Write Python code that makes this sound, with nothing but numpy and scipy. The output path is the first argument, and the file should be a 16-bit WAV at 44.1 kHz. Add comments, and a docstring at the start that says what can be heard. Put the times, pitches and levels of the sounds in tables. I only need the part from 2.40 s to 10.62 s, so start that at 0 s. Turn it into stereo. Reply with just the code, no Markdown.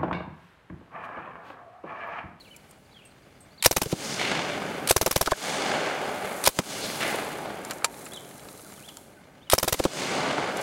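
"""Suppressed gun bursts into a pond

A suppressed submachine gun fires three bursts and a single shot into a pond in the woods.
The bolt rattles forward, each shot pops and hisses, and bullets thump into the water about 0.1 s later.
Decaying bands of noise make the long roar of the woods, which swells as an automatic gain recovers.
Gliding sines make the birds, rasping noise an insect, and ringing noise knocks the gun handling.
"""
import sys
import numpy as np
from scipy import signal
from scipy.fft import rfft, irfft, next_fast_len
from scipy.io import wavfile
from scipy.ndimage import uniform_filter1d

SR = 44100
rng = np.random.default_rng(int(sys.argv[2]) if len(sys.argv) > 2 else 0)


def waveform_to_disk(signal):
    """Save audio, clipped to [-1, 1], as 16-bit WAV at the path in sys.argv[1]."""
    frames = np.transpose(np.atleast_2d(signal))
    scaled = np.clip(frames, -1, 1) * 32767
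    samples = np.round(scaled).astype(np.int16)
    wavfile.write(sys.argv[1], SR, samples)


N = 362502
T = np.arange(4096) / SR  # time axis of a short event
SIDES = np.array([[1], [-1]])  # left, right

# shots, one list per trigger pull: start_s, gas_level_db, pop_level_db
SHOTS = [
    [(1.2587, 0.5, -11.5), (1.3105, -12, -17.5), (1.3643, -12, -17.5), (1.4166, -11, -19.5)],
    [(2.5078, -5, -9.5), (2.5623, -10, -14.5), (2.6119, -11.5, -18.5), (2.6609, -12, -18.5),
     (2.7096, -11.5, -20), (2.7607, -10.5, -15.5), (2.81, -11, -16)],
    [(4.073, -4, -9.5)],
    [(7.1331, -7.5, -7), (7.1804, -11, -18), (7.228, -12, -22), (7.2772, -14, -17.5), (7.3246, -11, -20)],
]
# trigger pulls: bolt_db, near_echo_db, far_echo_db, near_tilt_db_per_band, far_tilt_db_per_band, bass_db
PULLS = [(0.55, -2.5, -8, 0.64, 0.83, 5), (0.34, -0.38, -2, 0.15, -1.2, -3.5),
         (0.62, -0.29, -0.5, 0.47, -0.8, 4), (0.1, 0.47, 0.5, 0.052, -1.76, 1.5)]


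def undb(db):
    """Decibels to amplitude."""
    return 10 ** (np.asarray(db) / 20)


def along(table, hz):
    """Read (Hz, value) points on a log-frequency axis."""
    f, v = np.transpose(table)
    return np.interp(np.log(np.maximum(hz, 1)), np.log(f), v)


def coloured(size, table):
    """Noise of rms 1 with the given spectrum."""
    gain = undb(along(table, np.fft.rfftfreq(size, 1 / SR)))
    x = irfft(rfft(rng.standard_normal(size)) * gain, size)
    return x / x.std()


def band(x, hz, width):
    """One resonance, gain 1 at the centre, width at most 0.3 SR."""
    return signal.lfilter(*signal.iirpeak(hz, hz / min(width, .3 * SR), SR), x)


def fade(t, start, t60, rise=0.00066):
    """Quick rise at start, then an exponential fall."""
    u = np.maximum(t - start, 0)
    return (1 - np.exp(-u / rise)) * 1000. ** (-u / t60)


def walk(rate):
    """Random levels joined smoothly, rate a second; spread near 1."""
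    x = np.arange(N) * (rate / SR)
    level, k = rng.standard_normal(int(x[-1]) + 2), x.astype(int)
    u = x - k
    smooth = u * u * (3 - 2 * u)
    return 1.15 * (level[k] + (level[k + 1] - level[k]) * smooth)


def add(out, s, x, pan_db):
    """Mix a sound in at time s; pan is left minus right."""
    i = int(s * SR)
    x = x[..., :N - i]
    out[:, i:i + x.shape[-1]] += x * undb(pan_db * SIDES / 2)


def follow(x, seconds):
    """Loudness that forgets over the given time."""
    keep = np.exp(-1 / (seconds * SR))
    return signal.lfilter([1 - keep], [1, -keep], np.abs(x).mean(axis=0))


def breeze():
    """Low noise, independent on the two capsules, whose level wanders slowly."""
    # spectrum: pitch_hz, level_db_per_hz
    breeze_colour = [(20, -5.5), (60, 4), (120, -23.5)]
    return np.array([undb(-67 + 2.1 * walk(1.5)) * coloured(N, breeze_colour) for _ in range(2)])


def hiss():
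    """Treble noise of spray and cloth pricked by uneven ticks; each shot leaves hiss among the near trees."""
    # level of spray and cloth: time_s, level_db
    spray = [(0.0, -64), (0.6, -73), (1.5, -71), (2.17, -56), (2.5, -54), (3.5, -57), (4.03, -44.5),
             (4.45, -42), (4.71, -41.5), (5.04, -54.5), (5.2, -58), (5.34, -50), (5.42, -57.5),
             (5.56, -48.5), (5.84, -53), (6.43, -53.5), (6.62, -57.5), (6.85, -70), (7.7, -87),
             (8.22, -48.5)]
    # spectrum: pitch_hz, level_db_per_hz
    spray_colour = [(2350, -29.5), (4000, -2.5), (4990, -8), (6250, -3), (10400, -0.5), (15200, -11),
                    (16000, -9)]
    # ticks of falling drops and cloth: time_s, depth
    crackle_depth = [(1.8, .02), (2.1, 0.48), (2.45, 0.48), (2.9, 0.61), (3.5, 1), (4.4, 0.2), (4.799, 1),
                     (5.601, 0.91), (6.5, 0.99), (6.7, 0)]
    comb_hz, tick_s, ticks_per_s = 669, 0.00087, 150
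    smoke_db, smoke_t60_s = -32.5, 1.17

    t = np.arange(N) / SR
    tick_level = undb(4.5 * np.minimum(rng.exponential(size=N), 2.5))
    ticks = tick_level * (rng.random(N) < ticks_per_s / SR)
    prickle = signal.lfilter([1], [1, -np.exp(-1 / (tick_s * SR))], ticks)

    mid, side = coloured(N, spray_colour), coloured(N, spray_colour)
    side = side + 1.5 * band(side, 13000, 5000)  # wider at the very top
    mid = mid + 0.3 * np.roll(mid, int(SR / comb_hz))  # heard again off the ground

    db, crackle = (np.interp(t, *np.transpose(c)) for c in (spray, crackle_depth))
    smoke = sum(fade(t, s, smoke_t60_s, rise=.02) ** 2 for shots in SHOTS for s, *_ in shots)
    level = np.sqrt(undb(db) ** 2 + undb(smoke_db) ** 2 * smoke)
    return level * (1 + np.abs(crackle) * prickle) * (mid + 0.2 * side * SIDES)


def birds():
    """Wavering sine glides, with a smear of noise echo that differs between the channels."""
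    # whistles: start_s, length_s, first_hz, middle_hz, last_hz, level_db
    whistles = [(0.0, 0.029, 4700, 3930, 3850, -55), (0.045, 0.048, 3450, 2550, 2320, -55.5),
                (0.1, 0.045, 2650, 2960, 2970, -53), (.135, .027, 2930, 2410, 2310, -58),
                (.512, .014, 3750, 3900, 4000, -63), (.525, 0.02, 4500, 4150, 3600, -61),
                (0.543, 0.047, 3470, 3240, 3150, -55), (0.581, 0.04, 3200, 2750, 2280, -59),
                (0.616, .025, 2270, 2910, 3350, -56.5), (0.64, 0.038, 2900, 2740, 2650, -59),
                (1.107, 0.02, 4480, 4440, 4350, -63), (1.13, 0.022, 4500, 4800, 4800, -65),
                (1.177, 0.022, 3900, 4500, 4650, -54), (1.195, 0.02, 4660, 3830, 3330, -51),
                (5.715, 0.029, 3100, 3530, 3900, -51), (5.735, 0.055, 3900, 3420, 2880, -47),
                (6.252, .025, 1510, 1340, 1200, -50.5), (6.36, 0.053, 3630, 2860, 2080, -57),
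                (6.42, 0.044, 2300, 3030, 3570, -51.5), (6.478, 0.025, 3600, 3210, 2820, -48.5),
                (6.755, 0.037, 1410, 1510, 1420, -58), (6.965, .035, 3520, 2950, 2700, -68.5),
                (7.015, 0.038, 3150, 3600, 4000, -62), (7.06, 0.04, 3680, 3130, 2710, -63.5)]
    # a far bird's quick falling note: length_s, first_hz, middle_hz, last_hz, level_db
    far_note = (.02, 5050, 4400, 3750, -70)
    far_start_s, far_every_s = .072, .1258
    echo_db, echo_t60_s = -37, .6

    t = np.arange(N) / SR
    song, waver, flutter = np.zeros(N), walk(90), walk(130)
    far = [(far_start_s + k * far_every_s, *far_note) for k in range(8)]
    for s, length, *hz, db in list(whistles) + far:
        on = slice(int(s * SR), int((s + length) * SR))
        u = (t[on] - s) / length
        edge = np.sin(np.pi * np.clip(u, 0, 1)) ** 0.4  # swells and fades
        glide = np.polyval(np.polyfit([0, .5, 1], hz, 2), u)
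        phase = 2 * np.pi * np.cumsum(glide * (1 + .024 * waver[on])) / SR
        song[on] += np.sqrt(2) * edge * undb(db + 3.5 * flutter[on]) * np.sin(phase)

    tail = np.arange(12000) / SR
    out = []
    for _ in range(2):
        smear = rng.standard_normal(len(tail)) * fade(tail, .004, echo_t60_s)
        out.append(song + undb(echo_db) * signal.fftconvolve(song, smear)[:N])
    return np.array(out)


def insect():
    """Each chirp is a broad rasp of noise with a narrow, longer ring."""
    # chirps: start_s, level_db
    chirps = [(0.2907, -56), (0.651, -50), (1.005, -50.5)]
    out, t = np.zeros((2, N)), np.arange(12000) / SR
    for s, db in chirps:
        rasp = band(rng.standard_normal(len(t)), 10000, 2500) * fade(t, 0, 0.066)
        ring = band(rng.standard_normal(len(t)), 8350, 250) * fade(t, 0, 0.19)
        add(out, s, undb(db) * (rasp + undb(15.5) * ring), pan_db=2.0)
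    return out


def echo_levels(t):
    """dB per band: every shot adds the power of an echo from the near trees and a later one from the far trees."""
    # the woods, a row per band: quiet_db, near_db, near_t60_s, far_db, far_rise_s, far_t60_s
    woods_bands = [(-56.5, -50, 4.2, -67, .05, 1.5), (-62, -44.5, 7.15, -35, 0.036, 0.53),
                   (-63, -34.5, 5.8, -32.5, 0.021, 3.7), (-67, -36.5, 4.58, -33, 0.024, 1.07),
                   (-73, -29.5, 1.994, -58.5, 0.044, 0.82)]
    # build-up of the near echo, one per band: rise_s
    near_rise = [.12, 0.11, 0.3, 0.33, 0.14]
    far_delay_s = 0.52

    quiet_db, near_db, near_t60, far_db, far_rise, far_t60 = np.transpose(woods_bands)[..., None]
    index = np.arange(len(woods_bands))[:, None]
    power, bass = undb(quiet_db) ** 2, index < 2  # the two lowest bands
    for shots, (_, near_gain_db, far_gain_db, near_tilt_db, far_tilt_db, bass_db) in zip(SHOTS, PULLS):
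        near_level = undb(near_db + near_gain_db + near_tilt_db * index)
        far_level = undb(far_db + far_gain_db + far_tilt_db * index)
        for s, *_ in shots:
            near = near_level * fade(t, s, near_t60, np.abs(near_rise)[:, None])
            far = far_level * fade(t, s + far_delay_s, far_t60, far_rise)
            power = power + (near ** 2 + far ** 2) * undb(bass_db * bass) ** 2
    return 10 * np.log10(power)


def roar():
    """Half-octave bands of echo from the trees; they flutter together and flicker alone."""
    # band edges: low_hz, high_hz
    bands = [(50, 100), (100, 250), (400, 1000), (1500, 3000), (4500, 8000)]
    # spectrum: pitch_hz, level_db
    roar_colour = [(30, -21), (70, -11), (160, 0), (310, 2.5), (630, 0.5), (1100, 0.5), (2200, 3.5),
                   (4000, 0.5), (8000, -5), (15000, -55)]
    # likeness of the channels: pitch_hz, likeness (0-1)
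    likeness = [(60, 0), (130, 0.9), (290, 0.8), (640, 0.7), (1410, 0.37), (3100, 0.39), (6820, 1),
                (15000, 1)]
    # balance: pitch_hz, left_minus_right_db
    balance = [(60, -0.5), (110, 2), (200, 0.5), (380, 0.5), (700, -3), (1290, -1), (2380, -1.5),
               (4400, -0.5), (8120, 0), (15000, -17.5)]
    grain_db = 1.5  # coarse grain, from single trunks

    t, size = np.arange(N) / SR, next_fast_len(N)
    s = t[::128]
    low, high = np.transpose(bands)
    per_hz = echo_levels(s) - 10 * np.log10(high - low)[:, None]
    log_centres = np.log(low * high) / 2
    f, out, flutter = np.fft.rfftfreq(size, 1 / SR), 0, walk(22)
    mid, side = rfft(rng.standard_normal((2, size))) * np.sqrt(SR / 2)
    for hz in 30 * 2 ** np.arange(0, 9.2, .5):
        octaves = np.log2(np.maximum(f, 1) / hz)
        mask = np.cos(np.pi / 2 * np.clip(2 * octaves, -1, 1))
        alike = np.clip(along(likeness, hz), 0, 1)
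        pair = mid * np.sqrt(1 + alike) + side * np.sqrt(1 - alike) * SIDES
        weights = [np.interp(np.log(hz), log_centres, one) for one in np.eye(len(low))]
        db = sum(w * row for w, row in zip(weights, per_hz))
        db = np.interp(t, s, db) + along(roar_colour, hz) + .6 * flutter + .7 * walk(14)
        pan = along(balance, hz) * SIDES / 2
        out = out + irfft(pair * mask, size)[:, :N] * undb(db - 3.0) * undb(pan)
    grain = np.minimum(rng.exponential(size=N // 200 + 1), 4).repeat(200)[:N] - 1
    return out * undb(grain_db * uniform_filter1d(grain, size=100))


def treeline():
    """0.34-0.6 s after some shots, trees across the water return a grainy slap, bright or dull; knocks stand out."""
    # slaps: shot_s, delay_s, level_db, centre_hz, t60_s
    slaps = [(1.2587, .37, -29.5, 5400, 1.1), (2.5079, .47, -35, 6000, .9), (7.1331, .4, -38, 5000, 1.6),
             (1.2591, 0.52, -22, 2320, 1.23), (2.5075, .54, -38, 2480, .9),
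             (2.7613, 0.59, -26.5, 700, 0.84), (4.0728, 0.34, -27, 4100, .55),
             (4.073, .525, -22.5, 1890, 0.87), (7.1327, 0.48, -29, 2400, 1.5), (7.3243, 0.5, -28, 600, .9)]
    # knocks: start_s, level_db, centre_hz
    knocks = [(1.812, -16, 1100), (1.917, -15, 600), (2.097, -18, 800), (3.469, -18, 800),
              (4.628, -16, 1297), (4.742, -17.5, 400), (4.785, -19, 800), (7.98, -16, 450)]
    out, t = np.zeros((2, N)), np.arange(24000) / SR
    for s, delay, db, hz, t60 in slaps:
        uneven = np.minimum(rng.exponential(size=len(t) // 240), 4.5) - 1.0
        trunks = undb(2.0 * uneven).repeat(240)  # near and far reflectors
        noise = rng.standard_normal((2, len(t))) + 1.96 * rng.standard_normal(len(t))
        slap = band(band(noise, hz, 2100), hz, 2450)
        add(out, s + delay, undb(db) * slap * trunks * fade(t, 0, t60, rise=0.0091), pan_db=-2.0)
    for s, db, hz in knocks:
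        burst = rng.standard_normal(len(T)) * fade(T, 0, .03, rise=.001)
        knock = band(band(burst, hz, 2 * hz), hz, 2 * hz)
        add(out, s, undb(db) * knock / np.abs(knock).max(), pan_db=-2.5)
    return out


def click(db, t60, hz, width_hz):
    """A short knock that rings the steel, most around its own centre; the hollow stock hums on."""
    # receiver resonances: pitch_hz, quarter_width_hz, level_db
    resonances = [(1280, 50, 14.5), (4480, 16, -11), (5250, 42, -27), (5550, 83, -34), (6700, 77, -31),
                  (7340, 61, 19), (10000, 320, 12), (12900, 72, -20)]
    knock = rng.standard_normal(len(T)) * fade(T, 0, t60)
    steel = sum(undb(g) * band(knock, f, 4 * w) for f, w, g in resonances)
    x = band(band(undb(-10.5) * steel + knock, hz, width_hz), hz, 2 * width_hz)
    x = signal.sosfilt(signal.butter(3, 450, "high", fs=SR, output="sos"), x)
    hum = undb(-22) * np.sin(2 * np.pi * 930 * T) * fade(T, .002, .12)
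    return undb(db) * (x / np.abs(x).max() + hum)


def handling():
    """Clicks of the gun in the hands, each a damped knock on steel."""
    # clicks: start_s, level_db, t60_s, centre_hz, width_hz, left_minus_right_db
    clicks = [(0.163, -35.5, 0.026, 8510, 12000, 2), (0.3097, -41, 0.016, 7000, 12000, 5),
              (5.215, -41, .012, 8000, 6000, 2), (5.249, -26.5, 0.013, 4500, 7000, 2),
              (5.2605, -40, 0.015, 5500, 8000, -1.0), (5.298, -32, .012, 2800, 2500, 1.5),
              (5.3081, -16, 0.028, 1900, 6000, 1), (5.313, -25.5, 0.058, 1820, 1500, 7),
              (5.333, -31, 0.017, 7500, 5000, 1.5), (5.383, -36, .015, 6000, 6000, 0),
              (5.421, -32, 0.015, 1280, 700, 1.0), (5.444, -6, 0.037, 1200, 5400, 3.5),
              (5.542, -33, .012, 2200, 2500, 1.5), (5.612, -41, .012, 7800, 4000, -2),
              (5.629, -44, .01, 9500, 4000, -3), (5.645, -41, .012, 10500, 3000, -1),
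              (5.654, -32, .02, 7800, 900, -1), (5.6624, -30.5, 0.045, 2110, 2500, -1),
              (5.686, -39, .01, 10000, 3000, 0), (5.734, -28.5, 0.018, 2960, 8000, -2),
              (5.761, -34, .015, 5000, 5000, -1.5), (5.848, -40, .012, 3500, 2000, 1),
              (5.911, -40, 0.02, 2150, 1200, 0), (5.9546, -40, 0.02, 7670, 9000, -1.0),
              (5.995, -39, .015, 2200, 2500, 1), (6.086, -34.5, 0.03, 2300, 4000, 2),
              (6.194, -37, 0.027, 2200, 3500, -2), (6.32, -37, 0.033, 1550, 3700, -9),
              (6.377, -42, .03, 1500, 900, -1.5), (6.487, -33, 0.026, 3500, 6000, 2),
              (6.57, -27, 0.0089, 4180, 7900, -2), (6.84, -52, .02, 3300, 2480, -2),
              (8.17, -25.5, 0.024, 6420, 6000, -1), (8.212, -29, .03, 7000, 6000, -1)]
    out = np.zeros((2, N))
    for s, *knock, pan_db in clicks:
        add(out, s, click(*knock), pan_db)
    return out


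def splash(thump_db, base_hz, rise, froth_db, froth_t60, crack_db, lead):
    """A hissing crack, then a frothing cavity opens: its pitch falls as it grows."""
    thump_fall_s, rumble_db, snap_db = 0.0035, -2, 4.5
    froth_over_thump = 3.2  # pitch ratio
    bubbles_s, bubble_octaves, bubble_cycles = .02, 1.8, 2.8  # break-off time, pitch range, ring

    u = np.maximum(T - lead, 0)
    hz = base_hz * (.9 + 2.5 * np.exp(-u / .0014))
    swell = (1 - np.exp(-u / rise)) * np.exp(-u / thump_fall_s)
    thump = np.sin(2 * np.pi * np.cumsum(hz * (u > 0)) / SR) * swell / swell.max()
    rumble = band(rng.standard_normal(len(T)), 260, 150) * fade(T, lead, .12, rise=.004)
    thump = thump + undb(rumble_db) * rumble  # low watery rumble outlasts the thump

    late, spread, size = rng.random((12, 3)).T[..., None]  # a dozen bubbles of unrelated sizes break off
    age = np.maximum(u - bubbles_s * late ** 2, 0)
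    bubble_hz = base_hz * froth_over_thump * 2 ** (bubble_octaves * (spread - .4))
    bubbles = size * np.sin(2 * np.pi * bubble_hz * age) * np.exp(-age * bubble_hz / bubble_cycles)
    froth = bubbles.sum(axis=0) * fade(T, lead, froth_t60)

    sputter = undb(29.5 * uniform_filter1d(rng.standard_normal(len(T)), size=50))
    crack = band(band(rng.standard_normal(len(T)), 1900, 5500), 2500, 12000) * sputter
    tick = fade(T, 0, 0.043, rise=0.00049)
    snap = fade(T, max(lead - .002, 0), 0.021, rise=0.0015)  # as the cavity opens
    crack = crack * (tick + undb(snap_db) * snap)
    return undb(thump_db) * thump + undb(froth_db) * froth / np.abs(froth).max() + undb(crack_db) * crack


def pond():
    """Bullets strike the water; each crack leads its thump."""
    # hits: thump_s, thump_level_db, base_hz, rise_s, froth_db, froth_t60_s, crack_level_db, crack_lead_s
    hits = [(1.371, -21, 186, 0.0026, -28, .04, -18, 0.0083),
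            (1.417, -17.5, 226, 0.0022, -30, 0.045, -24, .003),
            (1.459, -24.5, 169, 0.0034, -24, 0.067, -32.5, 0.0034),
            (1.527, -13.5, 188, 0.0051, -20, 0.06, -25.5, 0.01),
            (2.624, -21.5, 206, 0.002, -33, .04, -29, 0.0052),
            (2.67, -21, 210, 0.0019, -17.5, 0.048, -30, 0.0037),
            (2.762, -20, 198, 0.0038, -31, 0.043, -19.5, 0.0036),
            (2.819, -28, 200.5, .0026, -29, 0.045, -43, 0.0073),
            (2.873, -21, 272, .0026, -13, 0.059, -19.5, 0.014),
            (2.9188, -27.5, 278, .0026, -11, 0.095, -20.5, 0.0095),
            (4.189, -13, 215, 0.0055, -17, 0.075, -20.5, 0.00062),
            (7.239, -21, 219, 0.0027, -23, 0.038, -32, 0.0078),
            (7.285, -35, 246, .0026, -21, 0.035, -21.5, 0.0045),
            (7.343, -29.5, 250, .0026, -27, 0.064, -23.5, 0.0063),
            (7.3982, -18, 231, 0.00049, -11.5, 0.023, -21, 0.0078),
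            (7.4522, -8.5, 196, 0.00038, -11.5, 0.036, -20.5, 0.014)]
    out = np.zeros((2, N))
    for s, *water, lead in hits:
        add(out, s - lead, splash(*water, lead), pan_db=-2.5)
    return out


def bolt(level_db, t60, scrape_colour):
    """The bolt scrapes forward: a decaying burst of coloured noise."""
    return undb(level_db) / 2 * coloured(len(T), scrape_colour) * fade(T, 0, t60, rise=0.001)


def shot(gas_db, pop_db, ping_db):
    """A crack and a millisecond of suction, gas jetting for a few ms, a ground echo, then the bolt hits home."""
    # gas spectrum: pitch_hz, level_db_per_hz
    gas_colour = [(470, -3), (800, -0.5), (2240, -6.5), (2870, -7.5), (4930, -9), (5580, -8.5), (7000, -8),
                  (12500, -6.5), (16000, -14.5)]
    return_db, gas_side_db = -18, -13
    pop_s = 0.00071  # the pop comes just after the first gas

    jet = fade(T, 0, .12, rise=.0013) / (1 + np.exp((T - .0075) / .0005))
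    gusts = undb(20.0 * uniform_filter1d(rng.standard_normal(len(T)), size=30))
    clatter = undb(return_db - gas_db) * fade(T, 0.015, 0.042, rise=0.00028)
    clatter = clatter + undb(-26.0) * fade(T, 0.019, 0.0077)
    # the top of the gas hiss differs between the capsules
    wide = undb(gas_side_db) * band(rng.standard_normal(len(T)), 14000, 6000) * SIDES
    gas = (coloured(len(T), gas_colour) + wide) * (jet * gusts + clatter)

    # gas whistles at the ejection port
    ping_db = ping_db + 2.5 * rng.standard_normal()
    whistle = band(rng.standard_normal(len(T)), 5600 * (1 + .04 * rng.standard_normal()), 700)
    ring = undb(ping_db) * whistle * fade(T, 0.0046, 0.014, rise=0.0022)

    pop = -np.sin(2 * np.pi * 640 * (T - pop_s)) * fade(T, pop_s, 0.0061, rise=.0004)
    ground = band(np.roll(pop, int(0.00616 * SR)), 200, 230)  # duller; subtracted below
    rumble = band(rng.standard_normal(len(T)), 750, 630) * jet
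    push = np.sin(2 * np.pi * 45 * T) * fade(T, 0.00038, 0.014, rise=0.0008)  # slow shove of the blast
    low = undb(11.5) * pop - undb(6) * ground + undb(-1.5) * rumble + undb(-3.0) * push
    return undb(gas_db) * (undb(-7.0) * gas + ring) + undb(pop_db) * low


def gun():
    """Every trigger pull: bolt scrapes ahead of the first shot, then the shots."""
    # bolt scrapes: before_shot_s, level_db, t60_s
    scrapes = [(0.0342, -8.5, 0.024), (0.021, -17, 0.13), (0.012, -7, 0.044)]
    # scrape spectrum: pitch_hz, level_db_per_hz
    scrape_colour = [(240, -56), (400, -36), (839, -7), (1010, -1), (2180, -3), (2970, -1.5), (4650, 0),
                     (6150, -6.5), (9610, 0), (16000, -16.5)]
    # whistle over the gas, one per trigger pull: level_db
    pings = [8.1, 12, 7, 14.3]
    pan_db = 2.5
    out = np.zeros((2, N))
    for shots, ping_db, (bolt_db, *_) in zip(SHOTS, pings, PULLS):
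        for s, gas_db, pop_db in shots:
            add(out, s, shot(gas_db, pop_db, ping_db), pan_db)
        for lead, db, t60 in scrapes:
            add(out, shots[0][0] - lead, bolt(db + bolt_db, t60, scrape_colour), pan_db)
    return out


def early_scatter(near):
    """The two capsules hear slightly different early scatter from the ground and the shooter."""
    # spectrum: pitch_hz, level_db
    scatter_colour = [(40, -4), (150, 8), (600, 5), (4000, -1), (13000, -2.5)]
    t = T[:1500]
    return np.array([signal.fftconvolve(c, coloured(len(t), scatter_colour) * fade(t, .0002, .022))[:N]
                     for c in near])


def automatic_gain(near):
    """Loud hits turn the background down: a quick dip with a sharp knee and a slower recovery."""
    dip_db, dip_s, knee = -43, 0.083, 5.7
    slow_db, slow_s = -35, 0.24
    dip = (1 + (follow(near, dip_s) / undb(dip_db)) ** knee) ** (-1 / knee)
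    return dip / (1 + follow(near, slow_s) / undb(slow_db))


def scene():
    """Gun, water and handling over the gain-ridden woods and hiss, with wildlife on top."""
    pond_hz, pond_share = 706.5, 0.15  # echoes arrive twice, once off the pond: band spacing, strength
    near = gun() + pond() + handling()
    woods = treeline() + roar()
    off_pond = np.roll(woods, int(SR / pond_hz), axis=1)
    woods = (woods + pond_share * off_pond) / np.hypot(1, pond_share)
    background = (woods + hiss() + breeze() / automatic_gain(near)) * automatic_gain(near)
    return near + undb(-27.5) * early_scatter(near) + background + birds() + insect()


def record(dry):
    """The converter clips the loudest peaks and cuts the top."""
    lowpass = signal.ellip(10, .2, 70, 15900, fs=SR, output="sos")
    return signal.sosfilt(lowpass, np.clip(dry, -1, 1))


dry = scene()
out = record(dry)
waveform_to_disk(out)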